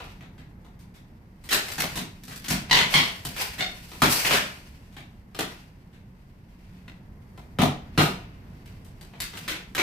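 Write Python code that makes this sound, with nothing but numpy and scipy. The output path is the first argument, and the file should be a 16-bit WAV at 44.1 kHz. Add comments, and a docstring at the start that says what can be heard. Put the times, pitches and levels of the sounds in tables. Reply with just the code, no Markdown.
"""Rotten ceiling boards crack and knock as they are torn down by hand in a small bare room.
Each crack is a snap and a spray of breaking fibres over the low thud of the ceiling. Nails slip and
squeal out of the joists; dust and crumbs trickle down in showers of tiny clicks. The hard walls answer
with echoes and a tail, and a low rumble from outside and a thin high whine fill the pauses."""
import sys
import numpy as np
from scipy import signal
from scipy.fft import rfft, irfft, next_fast_len
from scipy.io import wavfile
from scipy.ndimage import map_coordinates

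SR = 44100
rng = np.random.default_rng(int(sys.argv[2]) if len(sys.argv) > 2 else 0)


def unload_wav(signal):
    """Save mono or channel-first audio to the path in sys.argv[1] as 16-bit WAV at rate SR, clipped to [-1, 1]."""
    wavfile.write(
        sys.argv[1],
        SR,
        np.round(np.clip(np.atleast_2d(signal).T, -1, 1) * 32767).astype(np.int16),
    )


N = 433062

# colour of the outside rumble: freq_hz, density_db
RUMBLE_EQ = [(12, -38.5), (20, 0.5), (70, 2), (163, -1), (241, -5.5), (301, -12), (542, -20), (1000, -21.5),
             (1220, -26.5), (2080, -27), (2600, -42), (3070, -42), (9670, -52.5), (13000, -43),
             (16000, -51)]
# fader ride on the rumble: time_s, level_db
RUMBLE_RIDE = [(0.0, -46), (1.53, -49.5), (1.91, -43), (2.29, -49.5), (2.76, -45.5), (3.72, -47),
               (4.13, -47.5), (6.51, -50), (8.01, -42.5), (9.08, -46.5), (9.82, -46.5)]
# wavering low tones: pitch_hz, half_width_hz, level_db
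DRONES = [(54, 8, -76), (183.9, 4.1, -59.5)]
# drift of the whine: time_s, pitch_hz, level_db
WHINE_PATH = [(0, 12140, -91), (5.8, 12220, -91), (5.9, 12350, -90), (6.4, 12250, -91), (7.0, 12330, -91),
              (9.82, 12300, -92)]
# early reflections: delay_s, gain_db
WALL_ECHOES = [(.004, 1.5), (.009, -5), (0.0169, 1.5), (.024, -7), (.038, -3.5), (.061, -10.5)]
# time the room takes to die by 60 dB: freq_hz, decay_s
ROOM_DECAY = [(100, 0.22), (260, 0.42), (700, 0.4), (1840, 0.39), (4850, 0.36), (12800, 0.25)]
# left-right likeness of the room sound: freq_hz, correlation
STEREO_LIKENESS = [(60, 1), (180, .97), (350, .85), (640, 0.42), (1400, -0.2), (3000, 0.047),
                   (15000, -0.11)]
# colour of falling crumbs: freq_hz, density_db
RUSTLE_EQ = [(240, -27.5), (400, -8), (653, -8), (1020, -4.5), (1200, -11.5), (1430, -5), (2620, -2.5),
             (6500, -23), (8450, -36.5), (14300, -120)]
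# colour of grit and dust hiss: freq_hz, density_db
GRIT_EQ = [(2650, -28), (4500, 4.5), (6920, 0), (8200, 3.5), (9070, 1), (13600, 1.5), (16000, -3.5)]
# the constant trickle: rustle_db, hiss_db
TRICKLE_BED = [-73.5, -78]
# crumbs shaken loose or a board dragging, with 30 dB ramps: peak_s, rustle_db, hiss_db, rise_s, fall_s
CRUMB_SHOWERS = [(0.0, -47, -55.5, .1, 0.27), (1.61, -46, -47, 0.18, 0.3), (1.69, -48.5, -47, 0.083, 0.21),
                 (1.88, -44, -45, .3, 0.26), (2.01, -49.5, -67, 0.27, 0.13), (2.6, -47, -49, 0.51, 0.12),
                 (2.759, -22.5, -34, 0.059, 0.13), (2.93, -31.5, -33, 0.083, 0.36),
                 (3.09, -40, -61, 0.58, 0.083), (3.419, -32.5, -33, 0.1, 0.13), (3.56, -49, -53.5, 0.79, 1),
                 (3.99, -57, -51.5, .6, 0.37), (4.06, -29, -34, .03, 0.13),
                 (4.126, -27.5, -19.5, 0.078, 0.12), (4.26, -29, -28, 0.19, 0.17),
                 (4.321, -24, -33, 0.13, 0.14), (4.461, -50.5, -53.5, .3, 0.6),
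                 (5.52, -49, -54.5, .17, 0.2), (6.78, -66.5, -74, 0.74, 0.38), (7.4, -76.5, -71, 0.28, 0.3),
                 (8.02, -53, -30, 0.045, 0.12), (8.12, -49, -75, 0.36, 0.35), (8.75, -66, -71, 1, 0.53),
                 (9.03, -66, -69, 0.24, 0.6), (9.38, -54, -51, 0.2, 0.22), (9.57, -41.5, -52, 0.28, 0.071),
                 (9.82, -67, -57, 0.25, .3)]
# the ceiling's low modes: pitch_hz, width_hz, level_db
CEILING_MODES = [(56, 11, -6), (95, 16, -6.5), (144.9, 15, 0.5), (185.3, 13, -2.5), (211.4, 17, -5.5),
                 (248.5, 15, -0.5), (326.5, 18, -7)]
# how the joist colours a squeal: freq_hz, gain_db
JOIST_EQ = [(700, -2), (1050, -6.5), (1450, -7), (2150, 2), (2800, -5.5), (3300, 5.5), (4200, 0.5),
            (5200, -9), (8000, -19)]
# nail cues, thud and reverb send relative to the level:
# start_s, level_db, slip_hz, decay_ms, jitter_turns, thud_db, send_db
NAIL_CUES = [(2.697, -25.5, 1000, 2, 0.013, -12, -1), (2.711, -6.5, 999, 2.5, 0.0096, -22, 1),
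             (2.729, -7.5, 943, 1.5, 0.013, -22.5, -2), (2.751, -10.5, 1038, 1.5, 0.01, -20.5, -1),
             (2.772, -10.5, 1063, 2, 0.0097, -25.5, 3), (2.94, -7.5, 1073, 2.2, 0.013, -14.5, 4),
             (2.978, -18, 1090, 3, 0.011, -15, 6), (3.607, -16, 720, 5.7, 0.0023, -24.5, -2.5)]
# bright colour of splintering wood: freq_hz, density_db
SPLINTER_EQ = [(710, -23.5), (1200, -14), (1430, -1), (2300, -2.5), (3510, -4), (4130, -6.5), (4900, -21.5),
               (6500, -20.5), (8450, -26.5), (14300, -120)]
# hollow colour of a knocked board: freq_hz, density_db
KNOCK_EQ = [(180, -28.5), (300, -2.5), (398, -1.5), (512, -9.5), (698, 1.5), (1400, -8), (1820, -34),
            (3080, -120)]
# crack cues; thud, knock, grit and reverb send are trims on the level:
# start_s, level_db, thud_db, knock_db, grit_db, send_db, ring_hz
CRACK_CUES = [(0.0024, -42, -13, 2, -19, -2, 1510), (0.2086, -49, -7, -5, -16, -2, 1470),
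              (0.234, -57, -12, 0, -24, -1, 3190), (0.38, -53, 5, -4, -12, 0.5, 1970),
              (0.647, -61.5, 1, 5.5, -6, 0, 1470), (0.792, -64.5, 11, -8, 3.5, 2.5, 2300),
              (0.9411, -63, -2, -6, -2, 8, 3200), (1.4392, -54.5, 1, -4, 1.5, 4, 2010),
              (1.49, -34.5, -23, -20, -3, 1, 3020), (1.5084, -32.5, -12, -10.5, -4, 11, 3000),
              (1.5284, -23.5, -15, -8, 0.5, -0.5, 3600), (1.685, -36, -19, -5, -5, -8, 4000),
              (1.7177, -37.5, -17, -26, 0.5, -4, 3940), (1.7814, -31, -3, -4.5, -4, 1.5, 3930),
              (1.8033, -25.5, -12, -24, -0.5, -5.5, 2200), (1.837, -30.5, -9, 0.5, -13, -16, 4040),
              (1.956, -38.5, -2, -2, 1, 5, 3580), (1.9744, -33.5, 1, -17, -4, -7, 3030),
              (2.236, -50, 4, -15, 3.5, -5, 3500), (2.28, -46, 4, -2.5, -1, 1, 3830),
              (2.3098, -44.5, -7, -18, -5.5, 4, 1640), (2.36, -45.5, -10, -24, 4.5, -6, 1650),
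              (2.4434, -40, -14, -13, -3.5, 1, 2890), (2.4829, -33, -2, -10, 1.5, 2, 3060),
              (2.5041, -28.5, 3.5, -4.5, 0.5, 0, 2300), (2.81, -21.5, -9, -12, -21, -8, 3120),
              (3.2509, -34, -2, -3.5, 2, -5.5, 3100), (3.3642, -36, -18, -7, -4, 1, 2500),
              (3.582, -41, 2, -7, -7, 11.5, 2140), (3.917, -46, -8, 1.5, -7, -1, 2165),
              (4.0194, -18, -1.5, 2, -6, -1, 2310), (4.249, -21.5, -15.5, -11.5, -20, -7, 2520),
              (4.3095, -22.5, -10, -2, -10, -3, 1850), (4.333, -22, -11.5, -9.5, -7, 3.5, 1630),
              (4.927, -61, 7.5, -13, -4, 3, 2120), (4.966, -44, -5, -3.5, -10.5, -0.5, 2460),
              (5.347, -41.5, -16, -1.5, -6.5, -2, 3060), (5.3899, -27, -7.5, -0.5, -4.5, -3, 1840),
              (5.929, -64, 11.5, -18.5, -8.5, 6.5, 2127), (6.88, -43.5, -10.5, -7.5, -18, -8.5, 1990),
              (7.3763, -51, -4.5, 4.5, -8, -5, 2280), (7.5872, -27, 11, 3.5, -12.5, 1.5, 2845),
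              (7.6171, -24.5, 3.5, 5, -6, -2.5, 1270), (7.9766, -21.5, 5, -2, -12, 5.5, 1490),
              (8.6587, -53.5, -19, -15, -3, -3, 2294), (8.847, -59.5, -4, -3, 2, 0, 1320),
              (9.011, -50.5, -16, -3.5, -0.5, -4.5, 2160), (9.1359, -50, -3, 1, -31, -2, 2170),
              (9.2028, -33.5, -15, -10.5, 2, -1, 2600), (9.3335, -43, -4.5, -2.5, -11, 0, 3280),
              (9.3726, -39, -12, -10, -7, -9, 1520), (9.479, -28.5, -29, -10.5, -7.5, 1.5, 1430),
              (9.7495, -28.5, -14.5, -8.5, -6, -3.5, 2880), (9.78, -24, -14, -6, -11.5, 3, 2320)]
# stereo balance: freq_hz, left_over_right_db
BALANCE = [(100, -1.4), (300, 0), (600, 1.5), (1500, 0.65), (10000, 1.6)]
# the top treble fades steeply above 15 kHz: freq_hz, gain_db
TREBLE_ROLLOFF = [(20, 0.5), (15200, 0), (15600, -14.5), (15900, -33.5), (16500, -48.5)]

TEAR_MS, SNAP_RATIO = 4.6, 0.9  # decay of the fibre spray; first snap over the spray's peak
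THUD_HZ = 160  # ceiling modes near here are struck hardest
CLUMP_DB, TOP_HZ = 1.8, 16500  # how much the crumbs clump; band limit of the mix


def amp(db):
    """Decibels to gain."""
    return 10 ** (np.asarray(db) / 20)


def unit(x):
    """Normalise to an RMS of 1."""
    return x / np.sqrt(np.mean(x ** 2) + 1e-20)


def along(points, hz):
    """Read a (freq_hz, value) curve on a log frequency axis."""
    freqs, values = np.transpose(points)
    return np.interp(np.log(hz + 1), np.log(freqs + 1), values)


def automation(rows):
    """One per-sample lane for each column after the time."""
    times, *columns = np.transpose(rows)
    return [np.interp(np.arange(N) / SR, times, column) for column in columns]


def wobble(rate):
    """A smooth random curve, rate knots a second."""
    return map_coordinates(rng.standard_normal(int(N * rate / SR) + 4), [np.arange(N) * rate / SR])


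def filtered(x, response):
    """EQ x with a gain given as a function of frequency."""
    n = x.shape[-1]
    size = next_fast_len(n + 8192)
    return irfft(rfft(x, size) * response(np.fft.rfftfreq(size, 1 / SR)), size)[..., :n]


def impulse(eq, size=2048):
    """The tightest (minimum-phase) impulse response with this colour, energy 1."""
    gain = amp(along(eq, np.fft.rfftfreq(size, 1 / SR)))
    cepstrum = irfft(np.log(gain + 1e-6))
    cepstrum[1:size // 2] *= 2
    cepstrum[size // 2 + 1:] = 0
    response = irfft(np.exp(rfft(cepstrum)))
    return response / np.linalg.norm(response)


def mic_pair(pair):
    """Two unrelated signals as two close-set microphones hear them: narrow bass, wide treble."""
    width = lambda hz: np.arccos(np.clip(along(STEREO_LIKENESS, hz), -1, 1)) / 2
    mid, side = filtered(pair, lambda hz: np.array([np.cos(width(hz)), np.sin(width(hz))]))
    return np.array([mid + side, mid - side])


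def outside():
    """A bed of low rumble through the walls, with two narrow wavering drones."""
    noise = rng.standard_normal((2, 2, N))
    rumble = unit(filtered(noise[0], lambda hz: amp(along(RUMBLE_EQ, hz))))
    drones = sum(amp(db) * unit(filtered(noise[1], lambda f: 1 / (1 + ((f - hz) / half_width) ** 2)))
                 for hz, half_width, db in DRONES)
    return amp(automation(RUMBLE_RIDE)[0]) * rumble + drones


def whine():
    """A thin, slightly drifting tone near the top of hearing."""
    hz, db = automation(WHINE_PATH)
    return amp(db) * np.sqrt(2) * np.sin(2 * np.pi * np.cumsum(hz) / SR)


def room_tails(tail_db, build_s, count=12):
    """Stereo reverb for several spots on the ceiling: it blooms, then each band dies at its own rate."""
    hz, t, bands = signal.stft(rng.standard_normal((count, 2, SR * 3 // 4)), SR, nperseg=256)
    decay = amp(-60 * t / along(ROOM_DECAY, hz)[:, None])
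    tail = signal.istft(bands * decay, SR, nperseg=256)[1]
    tail *= 1 - np.exp(-np.arange(tail.shape[-1]) / SR / build_s)
    return tail * amp(tail_db) / np.linalg.norm(tail, axis=-1, keepdims=True)


def wall_echoes():
    """First slaps off the walls; their paths differ a little for every hit and microphone."""
    taps = np.zeros((2, SR // 10))
    for delay_s, db in WALL_ECHOES:
        taps[[0, 1], round(delay_s * SR) + rng.integers(-12, 12, 2)] = amp(db)
    return taps


def crumbs():
    """Dust and crumbs of rotten wood: dense, uneven clicks in clumps, swelling and dying in showers."""
    t = np.arange(N) / SR
    gains = amp(TRICKLE_BED)[:, None] * np.ones(N)
    for peak_s, rustle_db, hiss_db, rise_s, fall_s in CRUMB_SHOWERS:
        span = slice(max(round((peak_s - 2 * rise_s) * SR), 0), round((peak_s + 2 * fall_s) * SR))
        late = t[span] - peak_s
        swell = amp(-30 * np.maximum(-late / rise_s, late / fall_s))
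        gains[:, span] += np.outer(amp([rustle_db, hiss_db]), swell)
    clicks = rng.standard_normal((2, N))
    clicks *= amp(2.8 * rng.standard_normal((2, N)) + CLUMP_DB * wobble(40) + wobble(150))
    rustle = unit(signal.fftconvolve(clicks, impulse(RUSTLE_EQ)[None], axes=1)[:, :N])
    hiss = unit(signal.fftconvolve(clicks, impulse(GRIT_EQ)[None], axes=1)[:, :N])
    return gains[0] * rustle + gains[1] * hiss


def ceiling_thud():
    """The weight under each hit: the ceiling's low modes ring after one push, peak 1."""
    t = np.arange(SR // 2) / SR
    ring = np.zeros(len(t))
    for k, (hz, width_hz, db) in enumerate(CEILING_MODES):
        strength = amp(db - 4.2 * abs(np.log2(hz / THUD_HZ)) + 1.6 * rng.normal())
        ring += strength * np.exp(-np.pi * width_hz * t) * np.sin(2 * np.pi * hz * t + np.pi * k)
    ring *= 1 - np.exp(-t / 0.0043)  # soft attack
    return ring / np.abs(ring).max()


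def nail_squeals():
    """A nail slips rapidly for a few ms, a buzz coloured by the joist: (start_s, sound, send, thud)."""
    t = np.arange(2048) / SR
    hits = []
    for start_s, db, slip_hz, decay_ms, jitter, thud_db, send_db in NAIL_CUES:
        envelope = (1 - np.exp(-t / 0.00028)) * np.exp(-t * 1000 / decay_ms)
        turns = slip_hz * t + jitter * np.cumsum(rng.standard_normal(len(t)))  # unsteady slipping
        buzz = envelope * sum(amp(along(JOIST_EQ, k * slip_hz)) * np.sin(2 * np.pi * k * turns)
                              for k in range(1, 12))
        sound = amp(db) * buzz / np.abs(buzz).max()
        hits.append((start_s, sound, amp(send_db) * sound, amp(db + thud_db) * ceiling_thud()))
    return hits


def board_cracks():
    """Wood fibres give way in one snap and a short spray of more: (start_s, sound, send, thud)."""
    t = np.arange(2048) / SR
    splinter, knock, grit = impulse(SPLINTER_EQ), impulse(KNOCK_EQ), impulse(GRIT_EQ)
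    hits = []
    for start_s, db, thud_db, knock_db, grit_db, send_db, ring_hz in CRACK_CUES:
        spray = rng.standard_normal(len(t)) * amp(5 * rng.standard_normal(len(t)))
        spray *= np.exp(-t * 1000 / TEAR_MS)
        spray[0] = SNAP_RATIO * np.abs(spray).max()
        ring = np.exp(-np.pi * 450 * t) * np.sin(2 * np.pi * ring_hz * t)  # the loose splinter's note
        bodies = splinter + 0.39 * ring / np.linalg.norm(ring), knock, grit
        gains = amp([db + 19, db + knock_db + 19, db + grit_db + 21])  # from level to energy
        layers = [signal.fftconvolve(spray, body)[:len(t)] for body in bodies]
        sound = sum(gain * layer / np.linalg.norm(layer) for gain, layer in zip(gains, layers))
        # the walls blur the spray, so the reverb is fed a more even colour
        blur = 0.82 * sum(gain * body for gain, body in zip(gains, bodies)) + 0.5 * sound
        hits.append((start_s, sound, amp(send_db) * blur, amp(db + thud_db + 4) * ceiling_thud()))
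    return hits


def scene():
    """The mix: each hit lands up front, then off the walls, over crumbs, rumble and whine."""
    tails = room_tails(tail_db=8, build_s=0.014)
    direct, room = np.zeros(N + SR), np.zeros((2, N + 2 * SR))
    for k, (start_s, sound, send, thud) in enumerate(board_cracks() + nail_squeals()):
        start, tail = round(start_s * SR), tails[k % len(tails)]
        direct[start:start + len(sound)] += amp(3) * sound
        direct[start:start + len(thud)] += thud
        for feed, response in (sound, wall_echoes()), (send, tail), (amp(-6.5) * thud, tail):
            wet = signal.fftconvolve(feed[None], response, axes=1)
            room[:, start:start + wet.shape[1]] += wet
    direct = np.array([direct[:N], np.roll(direct, 1)[:N]])  # the left leads by one sample
    debris = crumbs()
    debris += amp(-13.5) * signal.fftconvolve(debris, tails[0], axes=1)[:, :N]
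    return direct + mic_pair(room[:, :N] + debris + outside()) + whine()


def record(dry):
    """The mix leans left in the treble and has no sound above 16.5 kHz."""
    colour = lambda hz: amp(along(TREBLE_ROLLOFF, hz) + np.outer([0.5, -0.5], along(BALANCE, hz)))
    return filtered(dry, lambda hz: colour(hz) * (hz < TOP_HZ))


dry = scene()
out = record(dry)
unload_wav(out)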